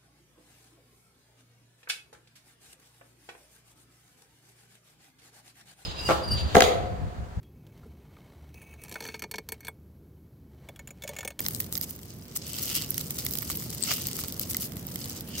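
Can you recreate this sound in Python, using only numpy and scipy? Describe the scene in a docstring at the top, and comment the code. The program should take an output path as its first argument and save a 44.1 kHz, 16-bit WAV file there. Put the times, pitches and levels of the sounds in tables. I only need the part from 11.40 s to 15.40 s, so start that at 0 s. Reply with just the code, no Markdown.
"""Small pebbles and sea glass tick against each other as a thumb shifts a handful, close by, on a beach.
Each impact is an impulse coloured by the resonances of the piece; a glass chip and a larger stone
ring in damped modes. Stick-slip friction, a dense train of tiny impacts, makes stones grind and
fine grit rustle, and once the pile gives way with a crunch.
Wind and far surf rumble softly underneath as low-frequency noise."""
import sys
import numpy as np
from scipy import signal
from scipy.fft import rfft, irfft
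from scipy.io import wavfile

SR = 44100
rng = np.random.default_rng(int(sys.argv[2]) if len(sys.argv) > 2 else 0)


def output_pcm(signal):
    """Save a mono or channel-first signal as 16-bit PCM at the path in sys.argv[1].

    Samples are clipped to [-1, 1] before scaling.
    """
    pcm = np.clip(np.atleast_2d(signal).T, -1, 1) * 32767
    wavfile.write(sys.argv[1], SR, np.round(pcm).astype(np.int16))


N = 176400
RIGHT_LAG_S = .00011   # sound from the hand reaches the right channel later

# Spectrum shared by all ticks: frequency_hz, gain_db
TICK_SPECTRUM = [(300, -46), (700, -7), (1250, 2), (1600, -6.5), (2050, 3.5), (2480, -6.5), (3100, 1),
                 (5200, 2.5), (7100, 1.5), (8100, 5.5), (9500, -3), (14000, 8.5), (16000, 2.5)]
# One piece strikes another: start_s, level_db, body_db, sparkle_db, left_minus_right_db
IMPACTS = [(0.0048, -1, 10.5, 22, -1.5), (0.0638, -1, 0, -9, -2), (0.085, 1.5, -9, 12, 2),
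           (0.1482, -4, -35, -5.5, 14), (0.1636, -13, -5, 1, 5), (0.2027, 0.5, 1, 11.5, -3),
           (0.2059, -2.5, -5, 5, -3), (0.2442, -15, -10, 2, -7), (0.3259, -4.5, -11, -2.5, 0),
           (0.354, -4, -4.5, -14, -4), (0.3698, -6.5, 1, -0.5, 0), (0.377, 0, -4, 22, -18),
           (0.3828, -11, -1, 16, -6), (0.4127, -0.5, -2, 20, -7), (0.5083, -9, -14, 8, -5),
           (0.5626, -16, -11, 24, -4), (0.6322, -20, -12, -9, 9), (0.882, -22, -5, -3, 4),
           (0.963, -3.5, -0.5, 5, 10), (1.133, -8.5, -8, -7, 15), (1.221, -7, -8, 4, 10),
           (1.3527, -3, -9, -1, -2), (1.4212, -7.5, -10, -5, -10), (1.5058, 2, 8, 35, -5),
           (1.544, -6.5, -4, 4.5, -4), (1.58, 1, 1.5, 2, -2), (1.612, -5, -3, 14, -3.5),
           (1.682, -17, -18, -4, 8), (1.7072, -1.5, -7, 2.5, 0.5), (1.785, -10, -2, 6, 9),
           (1.851, -4, 3, 23, -6), (1.8652, -0.5, -2, -3.5, -3), (1.9102, -4.5, -12, 9, -7),
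           (1.9366, -4.5, -12, 1, -3), (1.9538, -4.5, -6, 3, -1), (1.9864, -0.5, -11, 9, -19),
           (2.0212, -5.5, 2, 16, -6), (2.027, -10, 10, 14, -8), (2.1007, -5.5, 6, -8, -0.5),
           (2.1576, -8, -12, 28, 2), (2.1726, -4.5, 2, 20, -1), (2.1992, -13, -18, -3, 4),
           (2.3032, -11, -23, -13, 4), (2.382, -16, -17, -23, 3), (2.5147, -1, 9.5, 3, 6),
           (2.538, -2, -30, -1, 5), (2.6699, 0, -10, 6, 4), (2.6849, -6.5, 1, 11, 6),
           (2.7134, -10, -1, -3, 0), (2.7317, -8.5, -14, -12, 8), (2.767, -6.5, -12, 3, 21),
           (2.79, -6, 5, 9, -1), (2.8376, -7.5, 3, 1, -1), (2.883, -5.5, -10, 7, -4),
           (2.9243, -7, -15, 10, 2), (2.996, 0, -19, 10, 4), (3.013, -6, -17, 14, 1),
           (3.103, -11, -24, 10, 16), (3.1103, -5, -1.5, -2, 5), (3.1328, -8.5, -19, -5, 5),
           (3.1459, -5.5, -13, -7, -5), (3.1687, 1, -18, 6, -1), (3.2118, -12, -25, 15, 11),
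           (3.321, -14.5, -1, 2, -14), (3.3688, -11.5, 2, 9, 0), (3.468, -8.5, -6, 36, -5),
           (3.5584, -5, 4, 4, -3), (3.642, -13.5, -25, -18, 8), (3.657, -12, -7, 1, 0),
           (3.6972, -8, -21, -3, 3), (3.8085, -10, -9, 5, -2), (3.8879, -16, -4, 9, 10),
           (3.9968, -12, -7, 13, -5)]
def ticks(gain_db=0.5, body_boost_db=2, sparkle_boost_db=1):
    """Impact sound: size sets the spectrum, so big stones have more body, small glass more sparkle."""
    out = np.zeros((2, N))
    for start_s, level_db, body_db, sparkle_db, pan_db in IMPACTS:
        tick = contact()
        hz = bins(tick.shape[1])
        body = at_hz([(2300, 0.96), (3100, 0.045)], hz) * (body_db + body_boost_db)
        sparkle = at_hz([(9000, 0.17), (12000, 0.8)], hz) * (sparkle_db + sparkle_boost_db)
        tick = colour(tick, at_hz(TICK_SPECTRUM, hz) + channel_db(hz) + body + sparkle)
        add(out, start_s - RIGHT_LAG_S, from_db(level_db + gain_db) * panned(pan_db) * unit_energy(tick))
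    return out


def contact(size=1024, ripple_db=2.5, ripple_step_hz=500):
    """Impulse response of a hard contact: a spike and its scatter, coloured by random resonances."""
    t = np.arange(size) / SR
    lag = int(RIGHT_LAG_S * SR * (1 + rng.uniform(-1, 1)))
    x = np.zeros((2, size))
    x[0, 0] = x[1, lag] = 1
    for decay_s, level_db in ((0.001, 0), (0.005, -9)):   # scatter, then a faint tail
        x += from_db(level_db) * unit_energy(rng.standard_normal((2, size)) * np.exp(-t / decay_s))
    ripple = np.interp(bins(size) / ripple_step_hz, np.arange(size), rng.standard_normal(size))
    return colour(x, ripple_db * ripple)


# Modes of the glass chip and of the larger stone: pitch_hz, level_db, t60_s
CHIP_MODES = [(4420, 0.5, 0.0086), (7800, 8, 0.005), (8480, 6, 0.0065), (13300, -7.5, 0.0046)]
STONE_MODES = [(1240, -9.5, 0.022), (2035, 0, 0.025), (3150, -3, 0.011)]
# The chip slips and clinks, the stone knocks hollowly: start_s, level_db
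CHIP_HITS = [(2.4224, -12), (2.4260, -0.5), (2.4293, -24), (2.4358, -28), (2.4369, 1.5)]
STONE_HITS = [(3.1478, -10)]
def ringing(hits, modes, pan_db, size=2048):
    """Modal vibration: a struck piece rings as a sum of decaying sinusoids, damped by the hand."""
    out = np.zeros((2, N))
    t = np.maximum(np.arange(size) / SR - np.array([[0], [RIGHT_LAG_S]]), 0)
    for start_s, level_db in hits:
        ring = np.zeros((2, size))
        for k, (pitch_hz, mode_db, t60_s) in enumerate(modes):
            decay = from_db(mode_db + rng.normal() - 60 * t / t60_s)
            ring += (-1) ** k * decay * np.sin(2 * np.pi * pitch_hz * t)
        add(out, start_s, from_db(level_db) * panned(pan_db) * unit_energy(ring))
    return out


# Spectra of grinding stones and of fine grit: frequency_hz, gain_db
GRIND_SPECTRUM = [(500, -10.5), (950, -16.5), (1300, -7.5), (1650, -12.5), (2100, -6), (2450, -8),
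                  (2950, -1), (3600, -4.5), (5000, 1.5), (7150, -0.5), (8100, -2.5), (9400, -12)]
GRIT_SPECTRUM = [(3000, -27), (8000, -4.5), (10000, -3.5), (13300, 2), (16000, 0)]
# Continuous rubbing in the handful: time_s, grind_db, grit_db
RUBBING_LEVELS = [(0, -45, -42), (0.24, -53.5, -44.5), (0.29, -58.5, -56.5), (0.47, -49, -49),
                  (0.58, -57, -54.5), (0.82, -58.5, -62), (0.9, -54, -57), (1.04, -43.5, -55),
                  (1.15, -42.5, -42), (1.38, -36, -38), (1.47, -45, -44), (1.7, -46, -45),
                  (2.25, -44.5, -42), (2.42, -43.5, -47), (2.58, -40.5, -39.5), (2.68, -42, -46),
                  (2.97, -48, -46.5), (3.2, -47.5, -49), (3.3, -55, -50), (3.45, -52, -48.5),
                  (3.69, -43.5, -48), (3.77, -41.5, -45), (3.84, -59.5, -53.5), (4, -39, -47.5)]
# Short scrapes as the fingers shift: middle_s, length_s, grind_db, grit_db
FINGER_SCRAPES = [(0.341, 0.036, -50, -36), (0.433, 0.018, -38.5, -38), (0.504, 0.016, -47, -36.5),
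                  (0.711, 0.047, -49.5, -60), (0.967, 0.02, -41.5, -34), (1.083, 0.03, -42, -41),
                  (1.241, 0.034, -43, -37.5), (1.351, 0.02, -37, -35), (1.604, 0.028, -38.5, -39),
                  (1.799, 0.03, -40, -38.5), (2.094, 0.052, -42, -39), (2.468, 0.039, -35.5, -37),
                  (2.532, 0.06, -33, -34), (2.784, 0.064, -40.5, -38), (3.022, 0.022, -39, -33.5),
                  (3.107, 0.032, -50, -34), (3.232, 0.056, -37.5, -34.5), (3.99, 0.023, -35, -38)]
def rubbing():
    """Sliding friction: stones grind and grit rustles in spurts, while stray ticks follow the grit."""
    grind_db, grit_db = in_time(RUBBING_LEVELS)
    middle_s, length_s, grind_peak_db, grit_peak_db = np.transpose(FINGER_SCRAPES)
    grind_scrapes = zip(middle_s, length_s, grind_peak_db)
    grit_scrapes = zip(middle_s, length_s, grit_peak_db)
    grind = friction(grind_db, grind_scrapes, GRIND_SPECTRUM, per_s=2800, spread_db=4.3, gain_db=0.14)
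    grit = friction(grit_db, grit_scrapes, GRIT_SPECTRUM, per_s=1800, spread_db=4.2, gain_db=4.5)
    stray_ticks = from_db(grit_db - 3) * grains(per_s=45, spread_db=1.5, spectrum=TICK_SPECTRUM)
    return stick_slip() * (grind + grit + squeezes()) + stray_ticks


def friction(base_db, scrapes, spectrum, per_s, spread_db, gain_db):
    """Roughness noise: harder rubbing brings more and stronger contacts; scrapes add in power."""
    scrape_power = sum((from_db(db - 0.5) * swell(s, length_s)) ** 2 for s, length_s, db in scrapes)
    level = np.sqrt(from_db(base_db) ** 2 + scrape_power)
    contact_rate = per_s * (level / level.mean()) ** 0.35
    return from_db(gain_db) * level * grains(contact_rate, spread_db, spectrum)


def grains(per_s, spread_db, spectrum, pieces=24):
    """Shot noise: tiny contacts at random times, each exciting one of the pieces; rms 1."""
    strength_db = spread_db * np.minimum(rng.exponential(1, N), 5.0)   # the few strong ones crackle
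    strength = from_db(strength_db) * rng.choice([-1, 1], N)
    clicks = strength * (rng.random(N) < per_s / SR) / np.sqrt(per_s)
    struck = rng.integers(0, pieces, N)
    x = np.zeros((2, N))
    for piece in range(pieces):
        own_clicks = clicks * (struck == piece)
        x += signal.oaconvolve(own_clicks[None], unit_energy(contact()), axes=1)[:, :N]
    return rms_one(colour(x, at_hz(spectrum, bins(N)) + channel_db(bins(N))))


def stick_slip(depth_db=2.5, steps_per_s=90):
    """Stick-slip motion: pieces catch and let go, giving a quick random gain of rms 1."""
    steps = np.arange(N) / SR * steps_per_s
    return rms_one(from_db(depth_db * np.interp(steps, np.arange(N), rng.standard_normal(N))))


# Spectrum of the grating stones: frequency_hz, gain_db
SQUEEZE_SPECTRUM = [(900, -30), (2450, -8), (2900, 4), (3700, -8.5), (4900, -3.5), (7000, -25),
                    (16000, -36)]
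# Hard squeezes of the handful: middle_s, length_s, level_db
HARD_SQUEEZES = [(1.133, 0.15, -49.5), (1.36, 0.14, -38.5), (2.53, 0.14, -43), (3.99, 0.17, -46)]
def squeezes():
    """Friction-driven resonance: larger stones pressed together grate in a narrow, hollow band."""
    level = sum(from_db(db) * swell(s, length_s) for s, length_s, db in HARD_SQUEEZES)
    return level * grains(per_s=2800, spread_db=3.0, spectrum=SQUEEZE_SPECTRUM)


# Spectrum of the sliding pile: frequency_hz, gain_db
CRUNCH_SPECTRUM = [(300, -37), (600, -3), (1000, -16), (1330, 2), (1650, -12), (2230, 3), (2520, -3),
                   (2950, 5), (3700, -7.5), (4800, 5), (11000, -14)]
def crunch(middle_s=2.506, length_s=0.046, level_db=-28):
    """Granular collapse: the larger stones give way in one short, dense burst of contacts."""
    level = from_db(level_db) * swell(middle_s, length_s)
    return level * grains(per_s=3000, spread_db=3.5, spectrum=CRUNCH_SPECTRUM)


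# Strength of wind and far surf: time_s, level_db
RUMBLE_LEVELS = [(0, -40), (0.45, -43.5), (0.6, -46.5), (0.88, -45), (1.25, -40.5), (4, -40)]
# Their spectrum: frequency_hz, gain_db
RUMBLE_SPECTRUM = [(20, -23), (32, -19.5), (65, -2), (150, 1.5), (230, -3.5), (480, -13.5), (900, -25.5),
                   (4000, -37), (16000, -49)]
# Their stereo width: frequency_hz, side_minus_mid_db
RUMBLE_SPREAD = [(50, -34), (150, -21), (600, -6), (3000, 3.5)]
def wind_and_surf(gain_db=-0.2):
    """Diffuse noise field: alike on both sides at long wavelengths, incoherent at short ones."""
    level_db, = in_time(RUMBLE_LEVELS)
    hz = bins(N)
    mid, side = rng.standard_normal((2, N))
    noise = mid + colour(side, at_hz(RUMBLE_SPREAD, hz)) * np.array([[1], [-1]])
    rumble = colour(noise, at_hz(RUMBLE_SPECTRUM, hz) + channel_db(hz))
    return from_db(level_db + gain_db) * rms_one(rumble)


# Colour of the left microphone against the right: frequency_hz, left_minus_right_db
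CHANNEL_BALANCE = [(200, -2.5), (1200, 0), (2100, 4), (3100, -2), (4000, -3.5), (5200, -4.5), (6500, -1),
                   (8400, 4.5), (10500, 2.5), (13000, -2), (15300, 4.5)]
def channel_db(hz):
    """Frequency response of the two channels in dB, equal and opposite."""
    return at_hz(CHANNEL_BALANCE, hz) * np.array([[.5], [-.5]])


def colour(x, db):
    """Causal (minimum-phase) filter with the given gain at each frequency."""
    size = x.shape[-1]
    cepstrum = irfft(np.log(from_db(db)), size)
    cepstrum[..., 1:size // 2] *= 2
    cepstrum[..., size // 2 + 1:] = 0
    return irfft(rfft(x) * np.exp(rfft(cepstrum)), size)


def swell(middle_s, length_s):
    """A rounded rise and fall."""
    return np.exp(-np.abs(2 * (np.arange(N) / SR - middle_s) / length_s) ** 3 / 2)


def from_db(db):
    """Decibels to gain."""
    return 10 ** (np.asarray(db) / 20)


def rms_one(x):
    """Scale to rms 1."""
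    return x / np.sqrt(np.mean(x ** 2) + 1e-20)


def unit_energy(x):
    """Scale each channel to energy 1."""
    return x / np.sqrt(np.sum(x ** 2, axis=-1, keepdims=True) + 1e-20)


def panned(db):
    """Left and right gains of mean power 1."""
    return rms_one(from_db([[db / 2], [-db / 2]]))


def in_time(rows):
    """Columns of a curve at every sample."""
    time_s, *columns = np.transpose(rows)
    return [np.interp(np.arange(N) / SR, time_s, column) for column in columns]


def at_hz(points, hz):
    """Interpolate a spectrum on a log-frequency axis."""
    point_hz, values = np.transpose(points)
    return np.interp(np.log(hz + 1), np.log(point_hz), values)


def bins(size):
    """Frequencies of a spectrum of this many samples."""
    return np.arange(size // 2 + 1) * SR / size


def add(out, start_s, x):
    """Mix a short sound in at its start time."""
    i = int(np.clip(start_s * SR, 0, N - 1))
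    out[:, i:i + x.shape[1]] += x[:, :N - i]


def scene():
    """Superposition: the impacts and friction of the handful add to the rumble of the beach."""
    clinks = ringing(CHIP_HITS, CHIP_MODES, pan_db=13)
    knock = ringing(STONE_HITS, STONE_MODES, pan_db=3)
    return ticks() + clinks + knock + rubbing() + crunch() + wind_and_surf()


def record(dry, cutoff_hz=15750):
    """Band limiting: an elliptic low-pass cuts the top steeply."""
    return signal.sosfilt(signal.ellip(10, .2, 70, cutoff_hz, fs=SR, output="sos"), dry)


dry = scene()
out = record(dry)
output_pcm(out)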